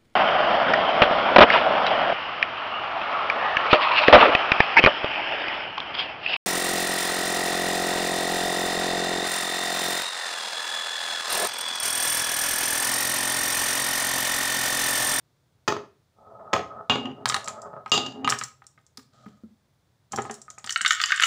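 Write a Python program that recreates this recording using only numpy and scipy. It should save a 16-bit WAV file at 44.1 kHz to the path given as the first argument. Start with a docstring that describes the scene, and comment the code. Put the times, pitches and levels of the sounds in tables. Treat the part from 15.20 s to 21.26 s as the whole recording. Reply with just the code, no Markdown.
"""A small live room, heard through a close microphone with a limiter. Two marbles in turn drop onto a
wooden ramp, roll along it, fall into a chute and run into a tray full of marbles, which clack and settle.
A hand then drags the tray over the table and lifts it, and the marbles rattle against its walls.
Each impact excites the resonant modes of the body struck; rolling drives the same modes with a stream
of tiny bumps. Diffuse reverberation and a faint hush surround them."""
import sys
import numpy as np
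from scipy import signal
from scipy.fft import rfft, irfft
from scipy.io import wavfile
from scipy.ndimage import uniform_filter1d, minimum_filter1d

SR = 44100
rng = np.random.default_rng(int(sys.argv[2]) if len(sys.argv) > 2 else 0)


def transcribe(u):
    """Save the signal u as a 16-bit wav file named by the first command-line argument.

    u: samples, shape (n,) or (channels, n), limited to [-1, 1]; the rate is SR.
    q: integer samples, one column per channel.
    """
    v = np.clip(np.atleast_2d(u).T, -1, 1)
    q = np.round(v * 32767).astype(np.int16)
    wavfile.write(sys.argv[1], SR, q)


N = 267246
SIZE = 16384  # samples in an impulse response
HZ = np.maximum(np.arange(SIZE // 2 + 1) * SR / SIZE, 1)
TIME = np.arange(N) / SR

# Drops onto the ramp. Each row: start in seconds, relative level in dB, hardness (treble gain) in dB,
# flight time in seconds before shrinking.
RAMP_DROPS = [(0.478, -18.5, 3, .0455), (1.3318, -17.5, -3.5, 0.032)]
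# Three touches seat a marble in the groove.
# Each row: delay in seconds, level change in dB, thud (low-mid gain) in dB.
SEATING_TOUCHES = [(0, -5, -8.5), (.0037, -0.5, -9.5), (.009, -8, 4)]
# Marbles strike each body. Each row: start in seconds, relative level in dB, hardness in dB.
CHUTE_HITS = [(1.6976, -12, -8), (1.8558, -33.5, -12), (2.718, -7.5, 6), (2.863, -33, 5), (3.0463, -25, -7)]
TRAY_HITS = [(2.0569, -20, 1.5), (2.0983, -23, 4), (2.123, -29.5, -9), (2.144, -20.5, 6),
             (2.2766, -31, -3.5), (2.661, -34.5, -18), (3.0763, -18, -9.5), (3.098, -26, 33),
             (3.1234, -22, -11), (3.2128, -30, -12), (3.42, -49.5, -28), (3.577, -57, -46),
             (3.773, -41.5, 22.5), (4.061, -49.5, -36.5), (5.281, -44.5, -47), (5.38, -46, -52),
             (5.4433, -38.5, 6)]
LIFTED_TRAY_HITS = [(5.4742, -35.5, -3), (5.4939, -27.5, 4.5), (5.507, -34, -2), (5.56, -18.5, -16),
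                    (5.6095, -23, -16), (5.649, -19, -20), (5.6611, -13.5, -8), (5.7076, -10.5, -0.5),
                    (5.8012, -22.5, -11.5), (5.8149, -23.5, -3), (5.838, -18, -6.5), (5.9057, -23.5, -16),
                    (5.9207, -12.5, -13.5), (5.9773, -29, -15), (5.9983, -19, -16), (6.0165, -24, -15),
                    (6.0235, -14, -6.5), (6.0356, -12, -6)]
# Glass on glass, bumps of the table, pushes of the hand. Each row: start in seconds, relative level in dB.
GLASS_CLACKS = [(2.0827, -21), (2.0898, -12), (2.244, -27.5), (2.2832, -17.5), (2.4186, -32.5),
                (3.1025, -9), (3.1883, -17.5), (3.2368, -17), (3.467, -33), (3.6656, -44.5), (4.9212, -21),
                (4.961, -18.5), (5.1113, -24), (5.1418, -28), (5.217, -30), (5.3027, -26), (5.3843, -29.5),
                (5.4626, -25.5), (5.5062, -15), (5.524, -15.5), (5.6154, -14), (5.678, -13.5),
                (5.8593, -14.5)]
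TABLE_BUMPS = [(3.782, -36.5), (4.063, -30), (4.106, -44), (4.236, -30), (4.942, -25), (5.613, -44),
               (5.643, -46)]
TRAY_SHOVES = [(4.933, -30), (4.977, -28), (4.9858, -20.5), (5.052, -31.5), (5.097, -31)]
# Runs of rolling on each body. Each row: start in seconds, stop in seconds, relative level in dB.
RAMP_ROLLS = [(0.93, 1.61, -41.5), (1.87, 2.61, -42)]
CHUTE_ROLLS = [(1.72, 1.9, -34.5), (1.96, 2.046, -43), (2.73, 2.89, -35.5), (2.93, 3.071, -37.5)]
TRAY_ROLLS = [(3.92, 4.08, -61), (4.91, 5.0, -48), (5.03, 5.12, -59), (5.28, 5.46, -66.5)]
LIFTED_TRAY_ROLLS = [(5.6, 6.06, -36)]
# Spectral envelopes of the impacts. Each row: frequency in Hz, relative level in dB.
RAMP_COLOUR = [(40, -44.5), (90, -11.5), (280, -5), (420, -4), (900, -2), (1400, -8.5), (1650, -14),
               (2600, -12.5), (4000, -18.5), (7200, -24), (9000, -39.5), (13000, -53), (16000, -46)]
CHUTE_COLOUR = [(40, -43), (110, -12.5), (240, -9), (520, -11), (850, -7.5), (1350, -10), (1900, -18.5),
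                (2900, -9.5), (4000, -15), (5400, -21.5), (7200, -19), (9000, -43.5), (13000, -52),
                (16000, -55.5)]
TRAY_COLOUR = [(40, -53), (115, -15.5), (220, -14.5), (320, -22), (600, -9.5), (1000, -5.5), (1400, -8),
               (2000, -9.5), (3200, -16.5), (5500, -17), (7400, -24), (9000, -24), (13000, -44.5),
               (16000, -43)]
GLASS_COLOUR = [(100, -45.5), (600, -22), (1200, -10.5), (2600, -16.5), (3800, -8.5), (5500, 2),
                (7500, 4.5), (10000, -13), (13000, -28), (16000, -30)]
TABLE_COLOUR = [(40, -29), (110, -4), (210, 1), (330, -6.5), (520, -12.5), (900, -38), (2000, -41),
                (6000, -50)]
SHOVE_COLOUR = [(40, -41), (110, -13), (220, -3), (310, -3.5), (420, -4), (600, -11.5), (830, 3.5),
                (1250, -4), (1600, -4.5), (2900, -19.5), (4400, -38), (9000, -38), (14000, -63)]
LIFTED_TRAY_COLOUR = [(60, -53), (200, -53), (400, -49), (900, -34.5), (1250, -3), (1500, -9.5),
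                      (2400, -16.5), (3000, -7), (4900, -11), (7400, -12.5), (9000, -26.5), (13000, -43),
                      (16000, -39)]
# Spectral envelopes of rolling and of the still room. Each row: frequency in Hz, relative level in dB.
RAMP_RUMBLE = [(40, -31), (115, -3), (220, -3), (320, -13), (430, -9.5), (640, 1.5), (1000, -2.5),
               (1300, -1.5), (1600, -14.5), (2400, -34)]
CHUTE_RUMBLE = [(40, -39.5), (110, -10.5), (180, -6), (270, -1.5), (480, -10), (800, -7.5), (1300, -23),
                (2800, -23)]
TRAY_RUMBLE = [(40, -19.5), (150, 0.5), (400, -22), (650, 3.5), (900, -23), (1300, -8), (2500, -23.5),
               (7000, -16)]
HUSH_COLOUR = [(15, -56.5), (25, -28.5), (70, -6), (82, 0), (141, 0), (195, -12.5), (591, -17.5),
               (1650, -24), (2990, -30), (3430, -25.5), (9070, -34.5), (14800, -42.5), (16000, -37)]
# Resonant modes. Each row: frequency in Hz, bandwidth in Hz, height above the envelope in dB.
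RAMP_MODES = [(115, 8.5, 6), (408.8, 25, 15.5), (550.6, 22, 10), (654.4, 35, 9), (859.5, 18, 9),
              (1266.5, 46, 16), (1298, 8.4, 12), (1770, 52, 9), (4930, 240, 6.5), (6200, 270, 8)]
CHUTE_MODES = [(124, 12, 6), (236, 10, 9), (258, 9, 15), (417, 10, 11), (814, 16, 9), (1243, 12, 18),
               (2830, 15, 24), (2885, 24, 16), (3040, 35, 12), (3770, 90, 9), (4790, 70, 16), (6500, 50, 9),
               (6940, 50, 10)]
TRAY_MODES = [(120, 14, 15), (238, 26, 13), (397, 31, 15), (770, 36, 2.1), (798, 24, 12), (1069, 50, 3.8),
              (1260, 33.6, 17.5), (3180, 190, 8), (4030, 780, 6.2), (7440, 400, 7)]
GLASS_MODES = [(1230, 50, 8.1), (7360, 540, 4), (9100, 260, 1.6)]
TABLE_MODES = [(120, 20, 5), (215, 110, 4.8), (408, 60, 5)]
LIFTED_TRAY_MODES = [(1515, 170, 13.8), (1480, 50, 5.8), (1836, 120, 18.7), (2170, 145, 16.8),
                     (2960, 230, 10.6), (3590, 100, 9.4), (4450, 210, 10.4), (7200, 350, 5.5)]
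# A thin, high sheen on the clicks. Each row: frequency in Hz, bandwidth in Hz, height in dB.
TOP_TREBLE_PEAK = [(15100, 450, 10)]
# Reverberation time of the room. Each row: frequency in Hz, time to fall 60 dB in seconds.
ROOM_T60 = [(100, .38), (400, .33), (1400, .3), (4000, .3), (8000, .27), (15000, .2)]
# Strength of the reverberation. Each row: frequency in Hz, relative gain in dB.
ROOM_GAIN = [(100, 0), (400, -2), (1400, -6), (4000, -5.5), (8000, -8.5), (15000, -1.5)]


def from_db(db):
    """Amplitude ratio of a level in decibels."""
    return 10 ** (np.asarray(db) / 20)


def rms(x):
    """Root-mean-square amplitude."""
    return np.sqrt(np.mean(x ** 2) + 1e-20)


def at_hz(points, hz=HZ):
    """Linear interpolation on a log-frequency axis."""
    frequencies, values = np.array(points).T
    return np.interp(np.log(hz), np.log(frequencies), values)


def resonances(modes):
    """Resonance: each mode adds a Lorentzian peak of power; the sum is given in dB."""
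    peaks = sum((from_db(db) ** 2 - 1) / (1 + (2 * (HZ - hz) / width) ** 2) for hz, width, db in modes)
    return 10 * np.log10(1 + peaks)


def response(curve_db):
    """Minimum-phase impulse response: the onset is sharp, and narrower peaks ring longer."""
    cepstrum = irfft(np.log(from_db(curve_db)))
    cepstrum[1:SIZE // 2] *= 2
    cepstrum[SIZE // 2 + 1:] = 0
    return irfft(np.exp(rfft(cepstrum)))


def through(x, impulse_response):
    """Linear filtering by convolution, cut to the input's length."""
    return signal.fftconvolve(x, impulse_response)[:len(x)]


def impacts(hits, colour, modes, scatter_db, scatter_s, spot_db):
    """Impulse excitation: each contact rings the modes and starts a flurry of internal reflections."""
    track, modes_db = np.zeros(N), resonances(modes)
    thud = at_hz([(110, .2), (300, 1), (600, 1), (1150, 0)])
    hardness = at_hz([(2200, 0), (5200, 1)])
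    spot_hz, attack = np.geomspace(100, 16000, 40), int(.005 * SR)
    for s, level_db, thud_db, hardness_db in hits:
        # Each point of contact favours different frequencies.
        spot = at_hz(np.c_[spot_hz, rng.standard_normal(len(spot_hz))])
        contact_db = at_hz(colour) + thud_db * thud + hardness_db * hardness + spot_db * spot
        flurry = rng.standard_normal(SIZE) * np.exp(-TIME[:SIZE] / scatter_s)
        flurry = through(flurry / np.linalg.norm(flurry), response(contact_db + 0.81 * modes_db))
        sound = response(contact_db + modes_db) + from_db(scatter_db) * flurry
        sound *= from_db(level_db) / rms(sound[:attack])
        start = min(int(s * SR), N)
        track[start:start + SIZE] += sound[:N - start]
    return track


def bounces(s, level_db, hardness_db, flight_s, shrink, loss_db, thud_db, softening_db, count):
    """Inelastic rebound: each flight is scaled by shrink, and each touch is weaker and softer."""
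    times = s + np.cumsum(flight_s * shrink ** np.arange(count))
    return [(at, level_db - k * loss_db, thud_db, hardness_db - k * softening_db)
            for k, at in enumerate(times, 1)]


def swell(rolls, rise_s, release_s, exponent):
    """Power law: rolling grows louder with speed, holds, then decays exponentially after the run."""
    gain = np.zeros(N)
    for start, stop, level_db in rolls:
        speed = np.clip((TIME - start) / rise_s, 0, 1)
        release = np.exp(-np.maximum(TIME - stop, 0) / release_s)
        gain += from_db(level_db) * speed ** exponent * release
    return gain


def rolling(gain, colour, modes, bumps_per_s, spread_db, surge_db, top_hz):
    """Roughness excitation: the grain gives surges of tiny bumps, low-passed by the contact patch."""
    knots_s = np.arange(0, N / SR, .015)
    surge = np.interp(TIME, knots_s, rng.standard_normal(len(knots_s)))
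    roughness = np.minimum(rng.exponential(1, N), 4)
    sizes = from_db(spread_db * roughness + surge_db * surge) * rng.choice([-1, 1], N)
    bumps = sizes * (rng.random(N) < bumps_per_s / SR)
    force = signal.sosfilt(signal.butter(4, top_hz, fs=SR, output="sos"), bumps + 1e-18)
    rumble = through(force, response(at_hz(colour) + resonances(modes)))
    return gain * rumble / rms(rumble)


def jolted(hits, soonest_s, within_s, loss_db, fade_db, uneven_db, count):
    """Momentum transfer: a knock jolts the pile into weaker random contacts, the later the fainter."""
    contacts = []
    for s, level_db, *_ in hits:
        for lateness, size in rng.random((count, 2)):
            touch_db = level_db - loss_db - fade_db * lateness + uneven_db * (size - .5)
            contacts.append((s + soonest_s + within_s * lateness, touch_db, 0, 0))
    return contacts


def hush(level_db=-67):
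    """Stationary noise: the faint rumble and hiss of the still room."""
    noise = through(rng.standard_normal(N + SIZE), response(at_hz(HUSH_COLOUR)))[SIZE:]
    return from_db(level_db) * noise / rms(noise)


def ramp():
    """Impact and rolling noise: each marble bounces twice, then its rumble brightens with speed."""
    hits = []
    for s, level_db, hardness_db, flight_s in RAMP_DROPS:
        hits += [(s + delay_s, level_db + touch_db, thud_db, hardness_db)
                 for delay_s, touch_db, thud_db in SEATING_TOUCHES]
        hits += bounces(s, level_db, hardness_db, flight_s,
                        shrink=0.94, loss_db=7, thud_db=2, softening_db=3.5, count=2)
    knocks = impacts(hits, RAMP_COLOUR, RAMP_MODES, scatter_db=4.5, scatter_s=0.0042, spot_db=1.43)
    early = swell(RAMP_ROLLS, rise_s=0.16, release_s=.015, exponent=1.3)
    late = swell(RAMP_ROLLS, rise_s=0.38, release_s=.015, exponent=1.9)
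    dull = rolling(early, RAMP_RUMBLE, RAMP_MODES, bumps_per_s=650, spread_db=1, surge_db=3, top_hz=953)
    bright = rolling(late, RAMP_RUMBLE, RAMP_MODES,
                     bumps_per_s=600, spread_db=2, surge_db=6.5, top_hz=3200)
    return from_db(4.5) * knocks + from_db(-8.5) * dull + from_db(-1) * bright


def chute():
    """Lightly damped modes: the loose chute rings like a wood block and hums under the rolling marble."""
    hits, thud_db = [], -4
    for s, level_db, hardness_db in CHUTE_HITS:
        hits.append((s, level_db, thud_db, hardness_db))
        hits += bounces(s, level_db, hardness_db,
                        flight_s=0.059, shrink=1, loss_db=14, thud_db=5, softening_db=2, count=1)
    knocks = impacts(hits, CHUTE_COLOUR, CHUTE_MODES, scatter_db=5.5, scatter_s=0.0058, spot_db=1.56)
    gain = swell(CHUTE_ROLLS, rise_s=0.021, release_s=0.03, exponent=1.2)
    hum = rolling(gain, CHUTE_RUMBLE, CHUTE_MODES,
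                  bumps_per_s=900, spread_db=2.5, surge_db=1.5, top_hz=1700)
    return from_db(2.6) * knocks + from_db(-3) * hum


def standing_tray():
    """Recoil: the struck tray rocks back dully onto the table; jolted marbles tap its walls and shift."""
    thud_db = -7.5
    hits = [(s, level_db, thud_db, hardness_db) for s, level_db, hardness_db in TRAY_HITS]
    rebounds = [(s + 0.004098, level_db - 7, thud_db - 8.5, hardness_db - 10.5)
                for s, level_db, hardness_db in TRAY_HITS]
    taps = jolted(hits, soonest_s=.012, within_s=.016, loss_db=10.5, fade_db=7.5, uneven_db=10, count=2)
    knocks = impacts(hits + rebounds + taps, TRAY_COLOUR, TRAY_MODES,
                     scatter_db=2.5, scatter_s=0.0036, spot_db=3)
    gain = swell(TRAY_ROLLS, rise_s=0.016, release_s=.08, exponent=1)
    shifting = rolling(gain, TRAY_RUMBLE, TRAY_MODES,
                       bumps_per_s=1500, spread_db=1, surge_db=0, top_hz=6340)
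    return from_db(2.5) * knocks + from_db(2) * shifting


def glass_clacks():
    """Hard contact: glass meets glass briefly, hence brightly; fainter clacks follow each tray knock."""
    thud_db, hardness_db = 0, 1
    hits = [(s, level_db, thud_db, hardness_db) for s, level_db in GLASS_CLACKS]
    jolts = jolted(list(TRAY_HITS) + list(TRAY_SHOVES),
                   soonest_s=0.022, within_s=0.13, loss_db=19, fade_db=11, uneven_db=9.5, count=2)
    jolts += jolted(LIFTED_TRAY_HITS,
                    soonest_s=0.0065, within_s=.06, loss_db=13.5, fade_db=15, uneven_db=2, count=3)
    clear = impacts(hits, GLASS_COLOUR, GLASS_MODES, scatter_db=2, scatter_s=0.0064, spot_db=2.5)
    faint = impacts(jolts, GLASS_COLOUR, GLASS_MODES, scatter_db=0.5, scatter_s=0.0054, spot_db=7)
    return from_db(-12) * clear + faint


def table_bumps():
    """Structure-borne sound: the table top carries soft, dull bumps."""
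    hits = [(s, level_db, 0, 0) for s, level_db in TABLE_BUMPS]
    thuds = impacts(hits, TABLE_COLOUR, TABLE_MODES, scatter_db=1, scatter_s=.007, spot_db=4.5)
    return from_db(-10) * thuds


def tray_shoves():
    """Stick-slip friction: pushed by the hand, the tray judders over the table in heavy, dull knocks."""
    hits = [(s, level_db, 0, 0) for s, level_db in TRAY_SHOVES]
    judder = impacts(hits, SHOVE_COLOUR, TRAY_MODES, scatter_db=9.5, scatter_s=0.0073, spot_db=2)
    return from_db(-0.5) * judder


def lifted_tray():
    """Decoupling: off the table the tray loses bass and rings higher as marbles rebound and jostle."""
    thud_db, rebound_s, rebound_loss_db = 7.5, .003, 11
    hits = [(s, level_db, thud_db, hardness_db) for s, level_db, hardness_db in LIFTED_TRAY_HITS]
    rebounds = [(s + rebound_s, level_db - rebound_loss_db, *tone) for s, level_db, *tone in hits]
    knocks = impacts(hits + rebounds, LIFTED_TRAY_COLOUR, LIFTED_TRAY_MODES,
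                     scatter_db=5, scatter_s=0.0035, spot_db=4.5)
    gain = swell(LIFTED_TRAY_ROLLS, rise_s=0.19, release_s=.05, exponent=3)
    jostle = rolling(gain, LIFTED_TRAY_COLOUR, LIFTED_TRAY_MODES,
                     bumps_per_s=600, spread_db=3.5, surge_db=2.5, top_hz=12000)
    return from_db(2) * knocks + from_db(-0.5) * jostle


def room(x, first_echo_s, build_s):
    """Reverberation: diffuse echoes build after the first reflection and decay band by band."""
    t = TIME[:2 * SIZE]
    white = rfft(rng.standard_normal(len(t)))
    hz = np.maximum(np.arange(SIZE + 1) * SR / len(t), 1)
    centres, tail = np.geomspace(60, 16000, 12), 0
    build_up = 1 - np.exp(-np.maximum(t - first_echo_s, 0) / build_s)
    for centre, share in zip(centres, np.eye(len(centres))):
        fade = build_up * .001 ** (t / at_hz(ROOM_T60, centre))
        band = irfft(white * at_hz(np.c_[centres, share], hz))
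        tail += from_db(at_hz(ROOM_GAIN, centre)) * band * fade / np.linalg.norm(fade)
    return through(x, tail)


def limiter(x, ceiling_db, release_db_per_s):
    """Look-ahead limiting: the gain falls just before a peak over the ceiling and recovers steadily."""
    excess_db = np.maximum(20 * np.log10(np.abs(x) + 1e-9) - ceiling_db, 0)
    recovery_db = release_db_per_s * TIME
    gain_db = recovery_db - np.maximum.accumulate(excess_db + recovery_db)
    held_db = minimum_filter1d(gain_db, size=41)
    return x * from_db(uniform_filter1d(held_db, size=41))


def scene():
    """Direct-to-reverberant ratio: the farther ramp and chute fill the room; the close tray is drier."""
    far = ramp() + chute()
    near = standing_tray() + tray_shoves() + lifted_tray() + glass_clacks() + table_bumps()
    echoes = room(from_db(-1.48) * far + from_db(-4) * near, first_echo_s=0.0066, build_s=0.0019)
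    return (far + near + echoes + hush())[None]


def record(dry):
    """Filtering: a narrow peak near 15 kHz adds a thin sheen to the clicks; limiter and low-pass follow."""
    heard = through(dry[0], response(resonances(TOP_TREBLE_PEAK)))
    heard = limiter(heard, ceiling_db=-4.7, release_db_per_s=400)
    low_pass = signal.ellip(8, .2, 80, 15400, fs=SR, output="sos")
    return signal.sosfilt(low_pass, heard)[None]


dry = scene()
out = record(dry)
transcribe(out)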